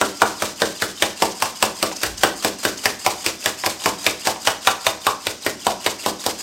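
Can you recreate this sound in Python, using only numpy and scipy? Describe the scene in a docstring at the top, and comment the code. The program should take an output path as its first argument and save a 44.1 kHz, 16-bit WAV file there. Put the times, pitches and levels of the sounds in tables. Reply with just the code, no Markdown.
"""Eggs are beaten with a metal utensil in a small hand-held plastic bowl, five strokes a second.
Over a faint kitchen background, each stroke draws a falling squelch as the metal plunges into the egg.
The metal knocks on the bowl, a low thump booms beneath it and a trapped pocket of air plops.
The egg then slops against the wall, splats back and swishes round until the next stroke.
The worktop reflects each knock, and the small hard kitchen reverberates after every sound."""
import sys
import numpy as np
from scipy import signal
from scipy.fft import rfft, irfft
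from scipy.io import wavfile
from scipy.ndimage import uniform_filter1d, map_coordinates

SR = 44100
rng = np.random.default_rng(int(sys.argv[2]) if len(sys.argv) > 2 else 0)


def output_pcm(signal):
    """Save a mono or channel-first signal as 16-bit PCM at the path in sys.argv[1].

    Samples are clipped to [-1, 1] before scaling.
    """
    pcm = np.clip(np.atleast_2d(signal).T, -1, 1) * 32767
    wavfile.write(sys.argv[1], SR, np.round(pcm).astype(np.int16))


N = 283122
SIZE = 16384  # samples in one event
AGE = np.arange(SIZE) / SR  # seconds since the event began

# The strokes, with relative levels. Each row: time of the blow in seconds, force in dB,
# thud of the bowl's base in dB, air pocket pitch in Hz, air pocket level in dB.
STROKES = [(0.0132, 1.5, 4.5, 1435, 4.5), (0.2181, 4, 4, 1292, 2), (0.4217, -2.5, -0.5, 1060, -4),
           (0.6189, 0.5, 5, 1653, 7.5), (0.8211, -3.5, -0.5, 1710, 8.5), (1.023, 3.5, -.5, 1910, 6),
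           (1.2219, 0.5, 4.5, 898, 8.5), (1.4226, -1, -7, 1006, 7.5), (1.6259, 2.5, 1.5, 920, -14),
           (1.8272, 0, 4.5, 1228, 4), (2.0329, -2, -3.5, 1616, 3.5), (2.2342, 5, 5, 1487, 11.5),
           (2.447, -1, 4, 940, -6), (2.6511, 0, 3, 1534, 4), (2.8564, 2, -2.5, 1790, 8),
           (3.0634, 1.5, -2.5, 803, -12), (3.2627, -1, -3, 2525, -1), (3.4589, 1, -5, 1705, 2.5),
           (3.6618, -1.5, -2, 894, -6), (3.8587, 0, 3.5, 1010, 9.5), (4.065, 3.5, -0.5, 2300, 2),
           (4.2714, -.5, -1.5, 829, 6), (4.4725, 4.5, -5.5, 1556, 7.5), (4.6721, 5, -4.5, 1429, 10.5),
           (4.8664, 4.5, -3.5, 2330, -6), (5.0674, 2, -5.5, 1084, 7.5), (5.2685, -2, -3.5, 2290, 3),
           (5.4639, -1.5, -2, 2018, 7.5), (5.6673, -.5, -0.5, 690.4, 3.5), (5.863, 2, -3.5, 2090, 6.5),
           (6.062, -3, 2, 705, -7), (6.2633, -3.5, -1, 650, -6)]
# The low, middle and high range of a blow. Each holds: level in a usual stroke in dB,
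# dB per dB of force, dB per octave of pocket pitch.
KNOCK_LAW = (-4.5, 2.02, -7.5)
CLACK_LAW = (0.26, 1.37, 0.63)
TICK_LAW = (2.04, 0.85, 0)
# The egg's wet hiss. Each row: time in seconds, level against the usual in dB.
HISS_LEVEL = [(0.0, -1), (0.7, -0.5), (1.25, -0.3), (1.9, 1), (2.3, 0), (2.7, 2), (2.9, -0.2), (3.3, 1.7),
              (3.9, 2.1), (4.4, 1.1), (4.8, 0.5), (5.15, -2), (5.7, -0.5), (6.3, 3)]
# How hard the metal plunges. Each row: time in seconds, relative level in dB.
PLUNGE_LEVEL = [(.3, -6), (.65, -4), (1.85, -7.5), (2.25, -2.5), (3.5, -3.5), (4.3, 0.5), (4.85, -2.5),
                (5.15, -7.5), (6.3, -5)]
# The treble of the blows. Each row: time in seconds, gain in dB.
TREBLE_GAIN = [(.6, -5), (1.4, -0.5), (3.5, -1.5), (5.3, -4.5), (5.75, -6.5), (6.2, 0.5)]
# The reflection off the worktop. Each row: time in seconds, lag in seconds.
REFLECTION_LAG = [(.4, 0.00013), (1.2, 0.00038), (3.5, 0.0004), (4.3, .00041), (5.05, 0.00024)]
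# Light touches of metal on the wall. Each row: start in seconds, gain in dB.
GRAZES = [(1.915, -11), (2.074, -18), (3.637, -2), (3.644, -21), (3.819, -19), (4.046, -21), (4.360, -13.5),
          (6.301, -20)]
# Slurps of egg between blows. Each row: time of the peak in seconds, level in dB.
SLURPS = [(1.105, -43), (1.32, -29), (1.927, -31.5), (1.968, -30.5), (2.182, -28), (2.779, -31)]
# Modes of the loaded bowl and of the low thump. Each row: frequency in Hz, relative level in dB,
# time to decay by 60 dB in seconds.
BOWL_MODES = [(203.4, -14.5, 0.12), (315.1, -19.5, 0.31), (381, -2, 0.033), (381, -14.5, 0.23),
              (501, -12.5, 0.24), (496, -10, 0.056), (587, 4.5, 0.023), (659, -3.5, 0.055), (756, -3, 0.12),
              (816, -9.5, 0.16), (952, -9, 0.18), (984, 4.5, 0.031), (1155, -9.5, 0.067), (1450, -6, 0.037),
              (1722, 0, 0.021), (2280, -66, 0.015), (2176, -27, 0.064), (2923, -14.5, 0.11),
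              (3150, -44, 0.1), (3688, -1.5, 0.025), (4800, -15, 0.1), (7900, -40, 0.028),
              (12280, -4.5, 0.0095)]
LOW_THUMP_MODES = [(47, -3, 0.24), (61, -4, 0.11), (74, -2.5, 0.32), (87.4, 13, 0.054), (119.7, -3.5, 0.32)]
# Spectra of the noises. Each row: frequency in Hz, gain in dB.
BACKGROUND_SPECTRUM = [(20, -23), (55, -7), (110, -16), (150, -4), (210, 6), (290, 3.5), (600, -20.5),
                       (2000, -12.5), (6000, 0), (16000, -48)]
FILM_SPECTRUM = [(60, -31), (150, -13.5), (300, -3.5), (900, 2), (2000, -2.5), (5000, 1), (8300, -1.5),
                 (10500, -10), (13000, -10), (16000, -19)]
SWISH_SPECTRUM = [(60, -45), (150, -34), (290, -2), (900, 1.5), (2000, 0.5), (3000, -0.5), (3900, -8),
                  (5000, 14), (5600, -6), (6400, 6.5), (8400, 5), (10500, -6), (13000, -4.5), (16000, -17)]
CONTACT_SPECTRUM = [(60, -37), (150, -13.5), (300, 5), (700, 2.5), (1700, -1), (3300, 0), (6000, -1.5),
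                    (7300, -8), (8400, -0.5), (9800, -15.5), (12700, -17), (16000, -22)]
RUMBLE_SPECTRUM = [(15, -30), (40, 7), (70, 6), (115, -6), (145, -18), (200, -5), (400, -29), (1500, -60),
                   (16000, -90)]
# Reverberation of the kitchen. Each row: frequency in Hz, time to decay by 60 dB in seconds.
ROOM_T60 = [(100, 1), (300, 0.28), (1000, 0.39), (3000, 0.27), (8000, 0.21), (16000, 0.24)]


def undb(db):
    """Amplitude grows tenfold for every 20 dB."""
    return 10 ** (np.asarray(db) / 20)


def add(track, s, sound):
    """Superposition: a sound starting at s seconds adds to the track."""
    start = int(round(s * SR))
    lo, hi = max(start, 0), min(start + len(sound), N)
    if hi > lo:
        track[lo:hi] += sound[lo - start:hi - start]


def at_time(points, s):
    """Linear interpolation reads (seconds, value) points at time s."""
    return np.interp(s, *np.transpose(points))


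def at_hz(points, hz):
    """Interpolation reads (Hz, value) points on a logarithmic frequency axis."""
    f, value = np.transpose(points)
    return np.interp(np.log(hz + 1), np.log(f), value)


def colour(x, points, size=4096):
    """A minimum-phase filter through (Hz, dB) points shapes the spectrum causally."""
    cepstrum = irfft(np.log(undb(at_hz(points, np.fft.rfftfreq(size, 1 / SR)))))
    cepstrum[1:size // 2] *= 2
    cepstrum[size // 2 + 1:] = 0
    return signal.fftconvolve(x, irfft(np.exp(rfft(cepstrum))))[:len(x)]


def level(x, db):
    """Normalisation brings the rms amplitude to the given level."""
    return x * undb(db) / np.sqrt(np.mean(x ** 2) + 1e-18)


def fade(t60):
    """Exponential decay falls from 1 by 60 dB in t60 seconds."""
    return np.exp(-np.log(1000) * AGE / t60)


def swell(centre_s, width_s):
    """A Gaussian envelope rises and falls smoothly."""
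    return np.exp(-.5 * ((AGE - centre_s) / width_s) ** 2)


def ring(hz, t60, glide=0):
    """A damped oscillator rings; its pitch climbs by the fraction glide as it dies."""
    pitch = hz * (1 + glide * (1 - fade(2 * t60)))
    return fade(t60) * np.sin(2 * np.pi * np.cumsum(pitch) / SR)


def crackle(per_s, spread_db):
    """Shot noise over the whole scene: random impulses, a few much larger than the rest; rms 1."""
    sizes = undb(spread_db * np.minimum(rng.exponential(size=N), 4))
    return level((rng.random(N) < per_s / SR) * sizes * rng.choice([-1, 1], N), 0)


def hollow(hz, width_hz):
    """Narrow-band noise stands for a resonance whose centre may move; rms 1."""
    lowpass = signal.butter(2, width_hz / 2, fs=SR, output="sos")
    wobble = signal.sosfilt(lowpass, rng.standard_normal((2, 2 * SIZE)))[:, SIZE:]
    phase = 2 * np.pi * np.cumsum(hz * np.ones(SIZE)) / SR
    return level(wobble[0] * np.cos(phase) + wobble[1] * np.sin(phase), 0)


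def background():
    """Stationary coloured noise fills the kitchen faintly."""
    return level(colour(rng.standard_normal(N), BACKGROUND_SPECTRUM), -43.5)


def furrow(lead_s=.075, start_hz=7000, octaves_per_s=25):
    """Cavity resonance: the furrow behind the metal deepens, so its squelch falls towards the blow."""
    out = np.zeros(N)
    hz = start_hz * 2 ** (-octaves_per_s * AGE)
    for s, *_ in STROKES:
        detune, loudness = rng.standard_normal(2)
        squelch = hollow(hz * np.exp(0.089 * detune), 730) * swell(0.058, 0.031)
        add(out, s - lead_s, undb(at_time(HISS_LEVEL, s) + 2 * loudness - 43.5) * squelch)
    return out


def egg(plunge_s=0.0096, splat_s=0.036, swish_s=0.126, loosen_db_per_s=1.9, flutter_db=1.0):
    """Tearing films make shot noise as the metal plunges and flung egg lands; then the egg swishes."""
    tearing, swish = np.zeros(N), np.zeros(N)
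    lags_s = rng.standard_normal((len(STROKES), 3)) * [.002, .005, .006]  # the hand is never regular
    for (s, *_), (entry_lag, splat_lag, swish_lag) in zip(STROKES, lags_s):
        plunge_db = at_time(PLUNGE_LEVEL, s)
        splat_db = at_time(HISS_LEVEL, s)
        swish_db = 1.85 * at_time(HISS_LEVEL, s + swish_s)
        # the metal breaks the surface, then speeds up through the egg until it meets the wall
        add(tearing, s - .024 + entry_lag, undb(plunge_db + .5 * swish_db - 27) * swell(0.0059, 0.003))
        add(tearing, s - 3 * plunge_s, undb(plunge_db - 21.5) * swell(3 * plunge_s, plunge_s))
        # the late part of the splat fades as the egg is beaten thin
        cling = undb(-5.5 - loosen_db_per_s * s) * swell(0.076, 0.027)
        add(tearing, s + splat_lag, undb(splat_db - 26.5) * (swell(splat_s, 0.011) + cling))
        add(swish, s + swish_s + swish_lag, undb(swish_db + 5) * fade(0.48) * (1 - fade(0.14)))
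    # egg tears in clots, so its hiss comes unevenly
    slow_noise = uniform_filter1d(uniform_filter1d(rng.standard_normal(N), size=400), size=200)
    clots = undb(flutter_db * level(slow_noise, 0))
    films = level(colour(crackle(4500, 0.99), FILM_SPECTRUM), 0)
    drag = level(colour(crackle(5000, 3.1), SWISH_SPECTRUM), -38)
    return clots * (tearing * films + (swish + 0.27) * (drag + froth()))


def froth(count=1400, loss_db_per_cycle=0.48):
    """Bubble resonance: small bubbles in the foam ring for a few dozen cycles each."""
    out = np.zeros(N)
    for when, pitch, strength in rng.random((count, 3)):
        hz = 2600 * 3 ** pitch
        cycles = hz * AGE[:SIZE // 16]
        envelope = undb(17 * strength - loss_db_per_cycle * cycles)
        add(out, when * N / SR, envelope * np.sin(2 * np.pi * cycles))
    return level(out, -44)


def low_thumps():
    """Damped resonance: each blow sets off a low, booming thump; once there is a soft low rumble."""
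    out = np.zeros(N)
    thump = sum((-1) ** k * undb(db) * ring(hz, t60) for k, (hz, db, t60) in enumerate(LOW_THUMP_MODES))
    for s, force_db, thud_db, *_ in STROKES:
        add(out, s - .002, undb(0.29 * thud_db + 0.051 * force_db - 38.5) * thump)
    envelope = np.interp(np.arange(N) / SR, [2.05, 2.1, 2.25], [0, 1, 0])
    rumble = level(colour(rng.standard_normal(N), RUMBLE_SPECTRUM), -36)
    return out + envelope * rumble


def knock(scatter_db=1.0, detune=0.0035):
    """Impact excites the bowl's modes, weighted by where the metal lands; it cracks, then skids."""
    body = np.zeros(SIZE)
    for k, (hz, db, t60) in enumerate(BOWL_MODES):
        weight, shift = rng.standard_normal(2)
        body += (-1) ** k * undb(db + scatter_db * weight) * ring(hz * (1 + detune * shift), t60)
    envelope = (fade(0.0071) + undb(-15.5) * fade(0.074)) * (1 - fade(0.0023))
    crack = colour(rng.standard_normal(SIZE) * envelope, CONTACT_SPECTRUM)
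    friction = crackle(1500, 4.7)[:SIZE] * swell(0.0019, 0.014)
    skid = colour(friction, [(60, -38), (170, -25), (330, -2.5), (1000, 8.5), (2000, -19), (6000, -20)])
    return undb(-15) * body + level(crack, -30.5) + level(skid, -34.5)


def blow_spectrum(s, force_db, thud_db, pocket_hz, usual_pocket_hz=1200):
    """Excitation sets timbre: a deep stroke traps a low pocket and knocks dully, a shallow one clacks."""
    shallowness = np.log2(pocket_hz / usual_pocket_hz)
    low, mid, high = [db + per_force * force_db + per_octave * shallowness
                      for db, per_force, per_octave in (KNOCK_LAW, CLACK_LAW, TICK_LAW)]
    high += at_time(TREBLE_GAIN, s)
    return [(140, thud_db - 11), (230, thud_db - 1), (370, thud_db - 1.2),
            (560, (thud_db + low) / 2 + 0.23), (760, low), (950, low), (1250, (low + mid) / 2 + 5.5),
            (1600, mid), (3000, mid - .7), (5500, high - 2), (12000, high + 1.5)]


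def pocket(hz, plop_cycles=21, gurgle_cycles=135):
    """Trapped air resonates in a damped plop and gurgles as it breaks up; big pockets last longer."""
    plop = ring(hz, plop_cycles / hz, glide=0.008) * (1 - fade(0.0037))
    gurgle = hollow(hz, 0.26 * hz) * fade(gurgle_cycles / hz) * (1 - fade(0.0015))
    return 1.22 * plop + level(gurgle, -24)


def beating():
    """Each stroke excites two resonators: the bowl it strikes and the air pocket it squeezes."""
    out = np.zeros(N)
    for s, force_db, thud_db, pocket_hz, pocket_db in STROKES:
        add(out, s, colour(knock(), blow_spectrum(s, force_db, thud_db, pocket_hz)))
        add(out, s, undb(pocket_db - 14) * pocket(pocket_hz))
    return out


def worktop_reflection(x, gain_db=-9):
    """Comb filtering: the worktop mirrors the bowl, with a lag that shifts as the listener moves."""
    t = np.arange(N) / SR
    lag_s = at_time(REFLECTION_LAG, t)
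    return x + undb(gain_db) * map_coordinates(x, [(t - lag_s) * SR])


def slosh():
    """Egg slops on the wall in two broad resonances after each blow, fullest when the bowl thuds."""
    out = np.zeros(N)
    for s, _, thud_db, *_ in STROKES:
        resonances = hollow(360.7, 197) + 0.95 * hollow(589.3, 280)
        slop = resonances * fade(0.16) * (1 - fade(0.051))
        add(out, s + 0.00399, level(slop, thud_db - 41))
    return out


def room(x, wet_db=-9.5):
    """Reverberation: a diffuse tail follows the direct sound, and its treble dies soonest."""
    hz = np.fft.rfftfreq(SIZE, 1 / SR)
    octaves_hz = 125 * 2. ** np.arange(8)
    noise = np.exp(2j * np.pi * rng.random(len(hz)))
    tail = np.zeros(SIZE)
    for centre, weights in zip(octaves_hz, np.eye(len(octaves_hz))):
        band = irfft(noise * at_hz(list(zip(octaves_hz, weights)), hz))
        tail += band * fade(at_hz(ROOM_T60, centre))
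    tail *= np.clip((AGE - .004) / 0.0081, 0, 1)
    tail /= np.sqrt(np.sum(tail ** 2))
    tone = [(100, -4.5), (210, 3), (300, 4.5), (600, 0), (900, 0), (3000, -.5), (10000, -2)]
    response = undb(wet_db) * colour(tail, tone)
    response[0] += 1  # the direct sound
    return signal.fftconvolve(x, response)[:N]


def slurps(hz=6030, width_s=0.00485):
    """The egg slurps now and then between blows, in short bursts of band-limited shot noise."""
    out = np.zeros(N)
    band = [(hz / 3, -18), (hz / 1.9, -10), (hz, 0), (hz * 1.37, -8), (hz * 2, -24)]
    for s, db in SLURPS:
        burst = level(colour(crackle(3000, 0.77)[:SIZE], band), db)
        add(out, s - 4 * width_s, burst * swell(4 * width_s, width_s))
    return out


def grazes():
    """Light impacts on the wall excite the bowl's modes, mostly in the middle range."""
    out = np.zeros(N)
    for s, db in GRAZES:
        add(out, s, undb(db) * colour(knock(), [(300, -13), (1200, 0), (8000, -22)]))
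    return out


def scene():
    """Egg, thumps and bowl superpose and reverberate in the kitchen, over the steady background."""
    blows = worktop_reflection(beating() + grazes())
    sources = furrow() + egg() + low_thumps() + blows + slosh() + slurps()
    return (background() + room(sources))[None]


def record(dry, bottom_hz=36, top_hz=15900):
    """A high-pass drops the deepest bass, saturation rounds the peaks and a low-pass cuts the top."""
    lean = signal.sosfilt(signal.butter(5, bottom_hz, "high", fs=SR, output="sos"), dry)
    rounded = np.tanh(lean)
    return signal.sosfilt(signal.ellip(10, .2, 70, top_hz, fs=SR, output="sos"), rounded)


dry = scene()
out = record(dry)
output_pcm(out)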